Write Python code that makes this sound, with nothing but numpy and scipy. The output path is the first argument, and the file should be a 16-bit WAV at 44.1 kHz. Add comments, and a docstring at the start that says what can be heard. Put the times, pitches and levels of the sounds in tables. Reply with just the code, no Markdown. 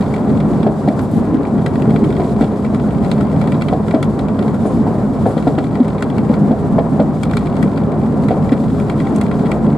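"""Window seat in a diesel railcar

Wheel noise booms through the resonances of the car body, over engine tones and a deep, swelling rumble.
The two axles of the bogie knock over rail joints and dips: each blow rings a set of fading tones.
Loose trim rattles, made of short noise bursts sent through panel resonances; a metal fitting jingles
twice and a few thin scratches are heard, both from high noise. Filtered noise gives the hiss of air."""
import sys
import numpy as np
from scipy import signal
from scipy.fft import rfft, irfft, next_fast_len
from scipy.io import wavfile
from scipy.ndimage import uniform_filter1d, minimum_filter1d

SR = 44100
rng = np.random.default_rng(int(sys.argv[2]) if len(sys.argv) > 2 else 0)


def store_wav(level_fs):
    """Save 16-bit WAV to argv[1]."""
    pcm = np.round(np.clip(np.atleast_2d(level_fs), -1, 1) * 32767)
    wavfile.write(sys.argv[1], SR, pcm.T.astype(np.int16))


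N = 430857
TIME = np.arange(N) / SR
FREQS = np.arange(N // 2 + 1) * SR / N + 1e-3  # in Hz, just above zero so that it can be divided by


def undb(db):
    """Decibels to gain."""
    return 10 ** (np.asarray(db) / 20)


def unit(x):
    """Scale to an rms of 1."""
    return x / np.sqrt(np.mean(x ** 2))


def follow(points):
    """Draw a curve over time through (seconds, dB) points."""
    return np.interp(TIME, *np.transpose(points))


def colour(points):
    """Gain at every frequency from (Hz, dB) points."""
    hz, db = np.transpose(points)
    return undb(np.interp(np.log(FREQS), np.log(hz), db))


def shape(x, gain):
    """Filter a sound by a gain at every frequency."""
    length = x.shape[-1]
    size = next_fast_len(length + 8192, True)
    hz = np.arange(size // 2 + 1) * SR / size
    return irfft(rfft(x, size) * np.interp(hz, FREQS, gain), size)[..., :length]


def resonance(hz, width_hz):
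    """Response of one damped resonance, 1 at its centre."""
    return 1 / (1 + 1j * (FREQS ** 2 - hz ** 2) / (FREQS * width_hz))


def walk(rate):
    """Bounded random drift with an rms of 1, taking this many new values per second."""
    steps = rng.uniform(-1, 1, 16384)
    return unit(np.interp(TIME * rate, np.arange(len(steps)), steps))


def add(track, s, sound):
    """Mix a short sound into the track at time s."""
    start = int(np.clip(s * SR, 0, N))
    part = sound[..., :N - start]
    track[..., start:start + part.shape[-1]] += part


# How wide the cabin sounds.
# Each row: frequency in Hz, level of the left-right difference against the middle in dB.
CABIN_WIDTH = [(30, -28), (120, -12), (280, -14), (600, -13), (1100, -9.5), (2200, -3), (4500, -7),
               (8000, -3), (10000, 3), (13000, -4)]


def stereo(pair, left_db):
    """Direct sound goes to both ears alike, diffuse sound with opposite signs; the bass stays nearly alike."""
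    direct, diffuse = pair
    side = shape(diffuse, colour(CABIN_WIDTH))
    left = (direct + side) * undb(left_db / 2)
    right = (direct - side) * undb(-left_db / 2)
    return np.array([left, right])


# Tone colour of the air hiss. Each row: frequency in Hz, relative level in dB.
AIR_COLOUR = [(500, -29), (2000, -8.5), (3700, -1), (4800, -3), (5900, -8.5), (7700, -3.5), (9500, -9.5),
              (11300, -12.5), (13000, -19.5), (15500, -33)]
# How the hiss swells and thins. Each row: time in seconds, level in dB before the overall gain.
AIR_LEVEL = [(0, -56), (0.35, -56), (0.8, -56), (1.1, -54.5), (1.3, -59), (1.95, -57), (2.3, -54),
             (2.55, -57), (3.0, -56.5), (3.88, -56), (4.25, -60), (4.65, -55.5), (5.05, -58), (5.3, -54),
             (5.6, -58.5), (6.1, -58), (6.7, -58), (7.0, -57.5), (7.25, -56), (7.9, -59), (8.4, -56.5),
             (9.4, -57), (9.77, -59)]


def air(gain_db=4, flicker_db=1.74):
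    """Air hisses along the window: coloured noise that swells, thins and flickers."""
    hiss = unit(shape(rng.standard_normal((2, N)), colour(AIR_COLOUR)))
    level_db = follow(AIR_LEVEL) + gain_db + flicker_db * walk(40)
    return stereo(hiss * undb(level_db), left_db=1.0)


# Slow heave of the carriage on its springs. Each row: time in seconds, level in dB before the overall gain.
SWAY_LEVEL = [(0, -61), (1.5, -49), (2.3, -48), (2.85, -41), (3.5, -44), (4.2, -48), (4.7, -43.5),
              (5.9, -58), (6.8, -59), (7.3, -44), (7.7, -46.5), (8.15, -43), (9.2, -44.5), (9.77, -51)]


def sway(gain_db=-2, centre_hz=16):
    """The carriage heaves on its springs with a deep rumble, alike on both sides."""
    heave = unit(shape(rng.standard_normal(N), abs(resonance(centre_hz, 12)) ** 2))
    return heave * undb(follow(SWAY_LEVEL) + gain_db)


def crank_turns(shaft_hz=19.9):
    """Count the turns of the crankshaft, whose speed drifts slightly."""
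    return np.cumsum(shaft_hz * (1 + .003 * walk(2))) / SR


# Engine drone; six cylinders fire three times a turn.
# Each row: multiple of the crankshaft rate, rms level in dB around which it throbs.
ENGINE_ORDERS = [(2.5, -53), (3, -36.5), (3.5, -47), (8, -32)]
# Drive line hums. Each row: frequency in Hz and rms level in dB, both of which waver.
DRIVE_HUMS = [(98, -34), (206, -32.5)]


def engine(turns, throb_db=-3.5, hum_throb_db=-2.0, wander_hz=0.84):
    """Tones locked to the crankshaft drone and throb; the drive line hums waver in pitch and level."""
    drone = np.zeros(N)
    for order, db in ENGINE_ORDERS:
        level = undb(db + throb_db * walk(9))
        drone += level * np.sin(2 * np.pi * (order * turns + rng.random()))
    for hz, db in DRIVE_HUMS:
        cycles = np.cumsum(hz + wander_hz * walk(5)) / SR
        drone += undb(db + hum_throb_db * walk(6.1)) * np.sin(2 * np.pi * cycles)
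    return np.sqrt(2) * drone  # a sine's peak is this much above its rms


# Thin, high scratches. Each row: start in seconds, relative level in dB.
SCRATCH_EVENTS = [(1.01, -43), (1.112, -44), (1.166, -46)]


def scratches(centre_hz=10000, width_hz=5500, grain_db=4, rise_s=.004, fade_s=.035):
    """Thin, high scratches: each a short spray of fine grains of uneven strength."""
    t = TIME[:SR // 4]
    swell = (1 - np.exp(-t / rise_s)) * np.exp(-t / fade_s)
    out = np.zeros((2, N))
    for s, db in SCRATCH_EVENTS:
        grains = rng.standard_normal((2, len(t))) * undb(grain_db * rng.exponential(size=len(t)))
        add(out, s, undb(db) * unit(grains) * swell)
    return stereo(shape(out, abs(resonance(centre_hz, width_hz)) ** 2), left_db=-1)


# Jingles of a loose metal fitting. Each row: start in seconds, level in dB, tilt in dB per octave.
JINGLE_EVENTS = [(4.655, -48, 3), (5.261, -51, 24)]
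# Resonances of the fitting. Each row: frequency in Hz, width in Hz, relative level in dB before the tilt.
FITTING_MODES = [(6700, 130, 0), (7700, 110, -5), (8450, 170, -3), (9270, 230, -3), (10500, 200, -5)]


def jingles(rise_s=.012, fade_s=0.028):
    """A small metal fitting buzzes against its seat: noise through narrow, high resonances."""
    t = TIME[:SR // 4]
    metal = sum(undb(db) * abs(resonance(hz, width)) ** 2 for hz, width, db in FITTING_MODES)
    octaves = np.log2(FREQS / FITTING_MODES[0][0])
    swell = (1 - np.exp(-t / rise_s)) * np.exp(-t / fade_s)
    out = np.zeros((2, N))
    for s, db, tilt_db in JINGLE_EVENTS:
        ring = unit(shape(rng.standard_normal((2, len(t))), metal * undb(tilt_db * octaves)))
        add(out, s, undb(db) * ring * swell / swell.max())
    return stereo(out, left_db=0)


# Short swells of narrow-band noise in the rumble.
# Each row: middle of the swell in seconds, length in seconds, centre of the band in Hz, level in dB.
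RUMBLE_SWELLS = [(0.225, 0.066, 314, -22), (0.258, 0.15, 219, -22.5), (0.56, 0.3, 192, -14),
                 (1.19, 0.12, 240, -12.5), (1.342, 0.25, 265, -13.5), (1.558, 0.1, 254, -17.5),
                 (1.81, 0.14, 247, -17.5), (2.0, 0.74, 396, -22), (2.046, 0.11, 257, -14.5),
                 (3.02, 0.28, 160, -18), (3.38, 0.21, 157, -16.5), (4.42, 0.072, 376, -20.5),
                 (4.86, 0.21, 208, -18.5), (5.24, 0.099, 143, -13), (6.73, 0.11, 146, -14.5),
                 (7.639, 0.11, 210, -12), (8.077, 0.54, 228, -19.5), (8.46, 0.13, 143, -19.5),
                 (9.115, .08, 332, -20), (9.14, 0.15, 216, -14), (9.656, 0.12, 232, -13)]


def rumble_swells(width_hz=96):
    """The rumble swells briefly in a narrow band: filtered noise that rises and falls once."""
    out = np.zeros((2, N))
    for s, length, hz, db in RUMBLE_SWELLS:
        swell = np.cos(np.pi * np.clip((TIME[:SR] - .5) / length, -.5, .5))
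        band = abs(resonance(hz, width_hz)) ** 2
        rumble = shape(rng.standard_normal((2, SR)), band) * swell
        strength = np.sqrt(np.sum(rumble ** 2, axis=1, keepdims=True) / np.sum(swell ** 2))
        add(out, s - .5, undb(db) * rumble / strength)
    return stereo(out, left_db=0.0)


# Level of the body boom, with a few lulls. Each row: time in seconds, level in dB before surges and gain.
BOOM_LEVEL = [(0, -16.5), (0.58, -17.5), (0.79, -22), (0.95, -17.5), (1.4, -18.5), (2.0, -17.5),
              (2.3, -17.5), (2.62, -21.5), (2.82, -15.5), (3.5, -18), (4.1, -18), (4.4, -16), (5.3, -19.5),
              (5.92, -22), (6.2, -17.5), (7.3, -19.5), (7.7, -18), (8.9, -16.5), (9.77, -19.5)]


def boom_level(surge_db=1.5):
    """The boom follows its level curve and surges at random around it."""
    return follow(BOOM_LEVEL) + surge_db * walk(14)


def roar_level(roar_db=-24, rail_s=1.529):
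    """The roar swells once per rail, where the head is worn before a joint, and sinks after the bogie."""
    wear_db, wear_lead_s = 0.5, 0.32
    lull_db, lull_after_s, lull_half_s = -2.5, 0.42, 0.036
    since_worn = TIME - RAIL_JOINTS[0][0] + wear_lead_s
    level_db = roar_db + wear_db * np.cos(2 * np.pi * since_worn / rail_s)
    for joint in RAIL_JOINTS:
        level_db = level_db + lull_db * np.exp(-((TIME - joint[0] - lull_after_s) / lull_half_s) ** 2)
    return level_db


# Rolling noise in the cabin before the body lifts it. Each row: frequency in Hz, relative level in dB.
ROLLING_COLOUR = [(20, -51.5), (36, -34), (50, -28), (68, -11), (110, -7.5), (150, -5.5), (250, -5),
                  (350, -9), (720, -18), (1050, -22), (1600, -34), (2700, -51), (6000, -66.5), (15500, -95)]
# Car body resonances. Each row: frequency in Hz, width in Hz, lift in dB (a cut if negative).
BODY_MODES = [(128.5, 20, 4), (146, 10.5, 6), (166, 23, 4), (181, 15, -1), (205.5, 14, 6.5),
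              (221.7, 25.6, 5.5), (266.4, 12, 5), (411, 34, 5), (583, 150, 3), (695, 56, 4), (791, 27, 4.5),
              (980, 26, 1.5), (1030, 88, 2.5), (1352, 37, 3), (1913, 19, 6), (2310, 220, 3),
              (2740, 34, -0.5)]


def rolling(boom_db, roar_db, low_db=2.0, high_db=2.0, split_hz=310):
    """Rough rails shake the body, which booms at its resonances; the roar above flutters at random."""
    lift_db = sum(db * abs(resonance(hz, width)) ** 2 for hz, width, db in BODY_MODES)
    gain = colour(ROLLING_COLOUR) * undb(lift_db)
    low = 1 / (1 + (FREQS / split_hz) ** 8)  # share of the power that belongs to the boom
    boom = unit(shape(rng.standard_normal((2, N)), gain * np.sqrt(low)))
    roar = unit(shape(rng.standard_normal((2, N)), gain * np.sqrt(1 - low)))
    flutter_db = .9 * walk(45)
    boom_part = stereo(boom * undb(boom_db + low_db), left_db=-0.5)
    roar_part = stereo(roar * undb(roar_db + high_db + flutter_db), left_db=1.5)
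    return boom_part + roar_part


LEAD_S = .005  # a contact starts to scrape this many seconds before its snap


def contact(snap_s, tail_db, tail_s, rise_s=0.0013):
    """A gritty snap that builds as the parts scrape, then a scatter of reflections: direct and diffuse parts."""
    t = TIME[:SR // 16] - LEAD_S
    after = np.maximum(t, 0)
    fade = np.exp(-after / snap_s) + undb(tail_db) * np.exp(-after / tail_s)
    swell = np.exp(np.minimum(t, 0) / rise_s) * fade
    burst = rng.standard_normal((2, len(t))) * swell
    return burst / np.sqrt(np.sum(burst[0] ** 2))


def toned(tap, tone_hz, lift_db=4.5, reach_octaves=0.24):
    """Where a tap lands decides which part of the panel's range speaks; the lift is evened out overall."""
    length = tap.shape[-1]
    hz = (np.arange(length // 2 + 1) + 1) * SR / length
    lift = undb(lift_db * np.exp(-(np.log2(hz / tone_hz) / reach_octaves) ** 2))
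    in_range = (hz > 1200) & (hz < 5000)
    return irfft(rfft(tap) * lift, length) / np.sqrt(np.mean(lift[in_range] ** 2))


# How hard the loose trim shakes. Each row: time in seconds, relative level in dB.
TRIM_SHAKE = [(0, -33), (0.42, -43), (0.8, -57), (1.3, -46.5), (2.15, -41), (2.6, -43), (3.55, -40.5),
              (4.1, -55.5), (4.45, -43), (4.95, -53.5), (5.6, -40), (6.2, -42), (6.9, -61), (7.25, -38),
              (7.9, -46.5), (8.4, -43), (9.1, -42), (9.77, -42)]


def light_taps(loose_db, taps_per_s=10, centre_hz=2500, spread_octaves=0.74):
    """Random taps, stronger while the trim shakes hard: rows laid out like those of the loudest rattles."""
    above_shake_db, base_treble_db, scatter_db = 12, -15.5, 4
    chance = rng.uniform(-1, 1, (256, 4))
    times = (np.arange(len(chance)) + chance[:, 0] + 1) / taps_per_s
    taps = []
    for s, (_, size, bright, place) in zip(times, chance):
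        if s < TIME[-1]:
            db = np.interp(s, TIME, loose_db) + above_shake_db + scatter_db * size
            treble_db = base_treble_db + scatter_db * bright
            taps.append((s, db, treble_db, centre_hz * 2 ** (spread_octaves * place)))
    return taps


# The loudest trim rattles. Each row: time of the snap in seconds, level in dB before the overall gain,
# treble in dB against that level before the edge gain, tone in Hz that is favoured.
LOUD_RATTLES = [(0.1627, -28, -14, 1930), (0.403, -22.5, -18, 2270), (0.63, -22.5, -23, 3360),
                (0.8866, -23, -15, 1700), (0.9921, -22.5, -11, 1540), (1.4516, -28.5, -24, 2350),
                (1.6622, -16, -13.5, 1540), (1.756, -26, -27, 1540), (1.8208, -24, -13, 2830),
                (1.906, -25.0, -15, 1990), (1.9606, -19.5, -21, 2260), (2.126, -26.5, -12, 3580),
                (2.1665, -25.5, -28, 1870), (2.4102, -19.5, -12, 1710), (2.4425, -25, -17, 3040),
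                (2.648, -24.5, -22, 1870), (2.7462, -26, -14, 1540), (3.115, -14.5, -13, 3950),
                (3.2095, -22, -16, 1350), (3.4147, -22, -15, 2060), (3.4739, -21.5, -16, 1540),
                (3.5203, -20.5, -16, 2200), (3.62, -17.5, -13.5, 2200), (3.6845, -17.5, -23, 3360),
                (3.8824, -23.5, -16.5, 1530), (3.9097, -21.5, -18, 1990), (3.9474, -27, -15, 1540),
                (4.028, -15.5, -10, 3250), (4.1915, -22, -12, 3700), (4.2842, -24.5, -14, 1540),
                (4.391, -23, -22, 1540), (4.4262, -25.5, -17, 3700), (4.48, -27, -14, 1990),
                (5.3787, -23, -19, 3360), (5.4735, -29, -10, 1590), (5.5858, -19, -20, 1540),
                (5.881, -27, -11, 1930), (5.9821, -26, -30.5, 2270), (6.0242, -16.5, -10.5, 1560),
                (6.1822, -22, -15, 2060), (6.339, -23.0, -19, 1540), (7.2334, -16.5, -8.5, 3700),
                (7.3124, -27, -9, 2670), (7.335, -20.5, -21, 1540), (7.3698, -14.5, -11, 4080),
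                (7.469, -26, -26.5, 2270), (7.567, -25.0, -13.5, 1700), (7.6274, -19.5, -9, 2200),
                (7.775, -23.5, -16, 2420), (8.285, -21, -13, 1990), (8.492, -26, -28, 2003),
                (8.5204, -24.5, -15, 1700), (8.8978, -19, -15, 2060), (9.0014, -22, -19, 2060),
                (9.0706, -27, -18.5, 2060), (9.1617, -28.5, 3, 1540), (9.213, -18, -8, 2270),
                (9.3138, -23, -23, 2350), (9.4577, -26.5, -21, 1930), (9.5166, -17.5, -12, 2270)]
# Resonances of the trim panel. Each row: frequency in Hz, width in Hz, relative level in dB.
TRIM_MODES = [(810, 470, 8.5), (1362, 167, 18), (1955, 130, 12.5), (2316, 150, 11), (2710, 98, 5.5),
              (3296, 310, 5.5), (3900, 250, 4), (4200, 350, 2), (4570, 160, 1), (4790, 190, -3),
              (5330, 200, -6.5), (7500, 910, -11)]
# Colour of the bright edge of a tap. Each row: frequency in Hz, relative level in dB.
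EDGE_COLOUR = [(1500, -42.5), (4000, -8.5), (6000, 10.5), (8000, 15.5), (11500, 2), (13000, -3),
               (15500, -13)]


def trim(turns, loose_db, knocks, rattle_db=17.5, edge_db=6, chatter_db=21.0, scatter_db=7, jolt_db=-4,
         top_hz=12000):
    """Loose trim taps its frame, rebounds and settles, clatters at each knock and chatters with the engine."""
    tick_from_db, tick_db = -12, -15  # how bright a tap must be to tick, and the tick against the tap
    settle_s, settle_db = .02, -11  # faint tick after a loud rattle, against its bright edge
    rebound_s, rebound_db = .006, -13.5  # bounce after a loud rattle, against the rattle
    taps, edges = np.zeros((2, 2, N))
    for s, db, treble_db, tone_hz in LOUD_RATTLES + light_taps(loose_db):
        start = s - LEAD_S
        tap = toned(contact(snap_s=0.0029, tail_db=-13.5, tail_s=0.016), tone_hz)
        add(taps, start, tap * undb(db + rattle_db))
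        edge = contact(snap_s=0.0037, tail_db=-21, tail_s=0.012, rise_s=.0008)
        add(edges, start, edge * undb(db + treble_db + edge_db))
        if treble_db > tick_from_db:
            tick = contact(snap_s=.0005, tail_db=-14, tail_s=0.006, rise_s=0.00018)
            add(edges, start, tick * undb(db + tick_db + edge_db))
    for s, db, treble_db, tone_hz in LOUD_RATTLES:
        settle = contact(snap_s=.002, tail_db=-20, tail_s=.008)
        settle = settle * undb(db + treble_db + edge_db + settle_db)
        add(edges, s - LEAD_S + settle_s * rng.uniform(.8, 1.2), settle)
        bounce = toned(contact(snap_s=.003, tail_db=-2.5, tail_s=0.028), tone_hz)
        bounce = bounce * undb(db + rattle_db + rebound_db)
        add(taps, s - LEAD_S + rebound_s * (.5 + rng.random()), bounce)
    for s, db, _ in knocks:
        add(taps, s, contact(snap_s=0.009, tail_db=-22, tail_s=0.022) * undb(db + jolt_db))
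    # the panel chatters five times in each four-stroke cycle of two turns
    for i in np.flatnonzero(np.diff(np.floor(5 / 2 * turns))):
        tap = contact(snap_s=0.0028, tail_db=-27.5, tail_s=.007, rise_s=.0018)
        late, size = rng.uniform(-1.1, 1, 2)
        add(taps, TIME[i] + 0.0058 * late, tap * undb(loose_db[i] + chatter_db + scatter_db * size))
    # neighbouring resonances have opposite signs
    panel = sum(undb(db) * resonance(hz, width) * (-1) ** k for k, (hz, width, db) in enumerate(TRIM_MODES))
    panel = panel / (1 + (FREQS / top_hz) ** 8)
    return stereo(shape(taps, panel) + shape(edges, colour(EDGE_COLOUR)), left_db=2.0)


# Rail joints. Each row: time under the first axle in seconds, knock levels of the first and second axle
# in relative dB, tones of those two knocks in Hz, then level in relative dB and tone in Hz
# of the floor thud under the second axle.
RAIL_JOINTS = [(0.664, -4.5, -8, 590, 626, -5, 235), (2.197, -6.5, -7.5, 440, 613, -1, 240),
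               (3.727, -5.5, -6, 790, 550, -5.5, 238), (5.257, -5.5, -5, 706, 480, -2.5, 288),
               (6.783, -3.5, -4, 604, 600, -3, 232), (8.306, -3.5, -8, 775, 483, 0, 275)]
# Dips in the rail head. Each row: time under the first axle in seconds, thud levels of the first and
# second axle in relative dB, knock levels of the first and second axle in relative dB, knock tone in Hz.
RAIL_DIPS = [(4.655, -8, -22, -11, -11, 650), (5.367, -7.5, -12, -11, -11, 500),
             (5.584, -15, -0.5, -31, -17.5, 445), (6.297, -2, -4, -9.5, -8.5, 480)]


def axles(gap_s=.2125, dip_thud_hz=247):
    """Both axles cross each joint and dip in turn: rows (s, dB, tone Hz) of bogie knocks and of floor thuds."""
    knocks, thuds = [], []
    for s, first_db, second_db, first_hz, second_hz, thud_db, thud_hz in RAIL_JOINTS:
        knocks += [(s, first_db, first_hz), (s + gap_s, second_db, second_hz)]
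        thuds += [(s + gap_s, thud_db, thud_hz)]
    for s, first_db, second_db, first_knock_db, second_knock_db, knock_hz in RAIL_DIPS:
        thuds += [(s, first_db, dip_thud_hz), (s + gap_s, second_db, dip_thud_hz)]
        knocks += [(s, first_knock_db, knock_hz), (s + gap_s, second_knock_db, knock_hz)]
    return knocks, thuds


def blows(events, modes, push_s, tail_db, tail_s, low_hz=90):
    """Each blow rings the modes, most of all near its tone; a rough after-shake spreads through the body."""
    tone_lift_db, tone_reach_octaves = 5, 0.14
    t = TIME[:SR // 4]
    out = np.zeros((2, N))
    for s, db, tone_hz in events:
        ring = np.zeros(len(t))
        for hz, mode_db, t60 in modes:
            lift_db = tone_lift_db * np.exp(-(np.log2(hz / tone_hz) / tone_reach_octaves) ** 2)
            struck_hz = hz * (1 + 0.029 * rng.standard_normal())  # a little different at each blow
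            ring += undb(mode_db + lift_db - 60 * t / t60) * np.sin(2 * np.pi * (struck_hz * t + rng.random()))
        ring *= 1 - np.exp(-t / push_s)  # soft onset
        force = rng.standard_normal((2, len(t))) * undb(tail_db) * np.exp(-t / tail_s)
        force[0, 0] += 1  # the blow itself
        hit = signal.fftconvolve(force, ring[None], axes=1)
        strength = np.sqrt(2 * np.mean(hit[0, :SR // 64] ** 2))
        add(out, s, hit * undb(db) / strength)
    return stereo(shape(out, 1 / (1 + (low_hz / FREQS) ** 4)), left_db=1.0)


# Floor tones. Each row: frequency in Hz, relative level in dB, seconds to fade by 60 dB.
FLOOR_MODES = [(205, -2, 0.049), (230, 1.5, 0.084), (244.5, 8, 0.03), (280, 8, 0.06), (332, -6, 0.033)]


def floor_thuds(thuds):
    """The floor gives way softly under an axle and thuds with its low modes."""
    return undb(-0.5) * blows(thuds, FLOOR_MODES, push_s=0.0047, tail_db=-35, tail_s=0.008)


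# Tones of a struck wheel and bogie. Each row: frequency in Hz, relative level in dB, seconds to fade by 60 dB.
BOGIE_MODES = [(311, -13, 0.12), (437, -8.5, 0.081), (502, -5, 0.046), (589, -5.5, 0.041), (638, -15, 0.13),
               (656, 4.5, 0.013), (764, -7, 0.047), (890, 2, 0.005), (945, -15, 0.033),
               (1380, -18.5, 0.018), (1730, -26, 0.029)]


def bogie_knocks(knocks):
    """A struck wheel and bogie ring briefly with their higher modes."""
    return undb(-3.5) * blows(knocks, BOGIE_MODES, push_s=0.0015, tail_db=-30.5, tail_s=0.029)


def scene():
    """Everything as it reaches the window seat."""
    boom_db, roar_db = boom_level(), roar_level()
    loose_db = follow(TRIM_SHAKE)
    turns = crank_turns()
    knocks, thuds = axles()
    joint_thuds = thuds[:len(RAIL_JOINTS)]
    track = bogie_knocks(knocks) + floor_thuds(thuds)
    track = track + rolling(boom_db, roar_db) + rumble_swells() + sway() + engine(turns)
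    return track + trim(turns, loose_db, knocks + joint_thuds) + jingles() + scratches() + air()


def record(dry, top_hz=15800):
    """A fast limiter holds down the loudest peaks; what it lets through is clipped; the top is cut."""
    size, ceiling = 256, 1.04  # limiter window in samples, limit as an amplitude
    room = minimum_filter1d(1 / np.maximum(abs(dry).max(axis=0) / ceiling, 1), size)
    held = np.clip(dry * uniform_filter1d(room, size), -1, 1)
    return signal.sosfilt(signal.ellip(8, .2, 70, top_hz, fs=SR, output="sos"), held)


dry = scene()
out = record(dry)
store_wav(out)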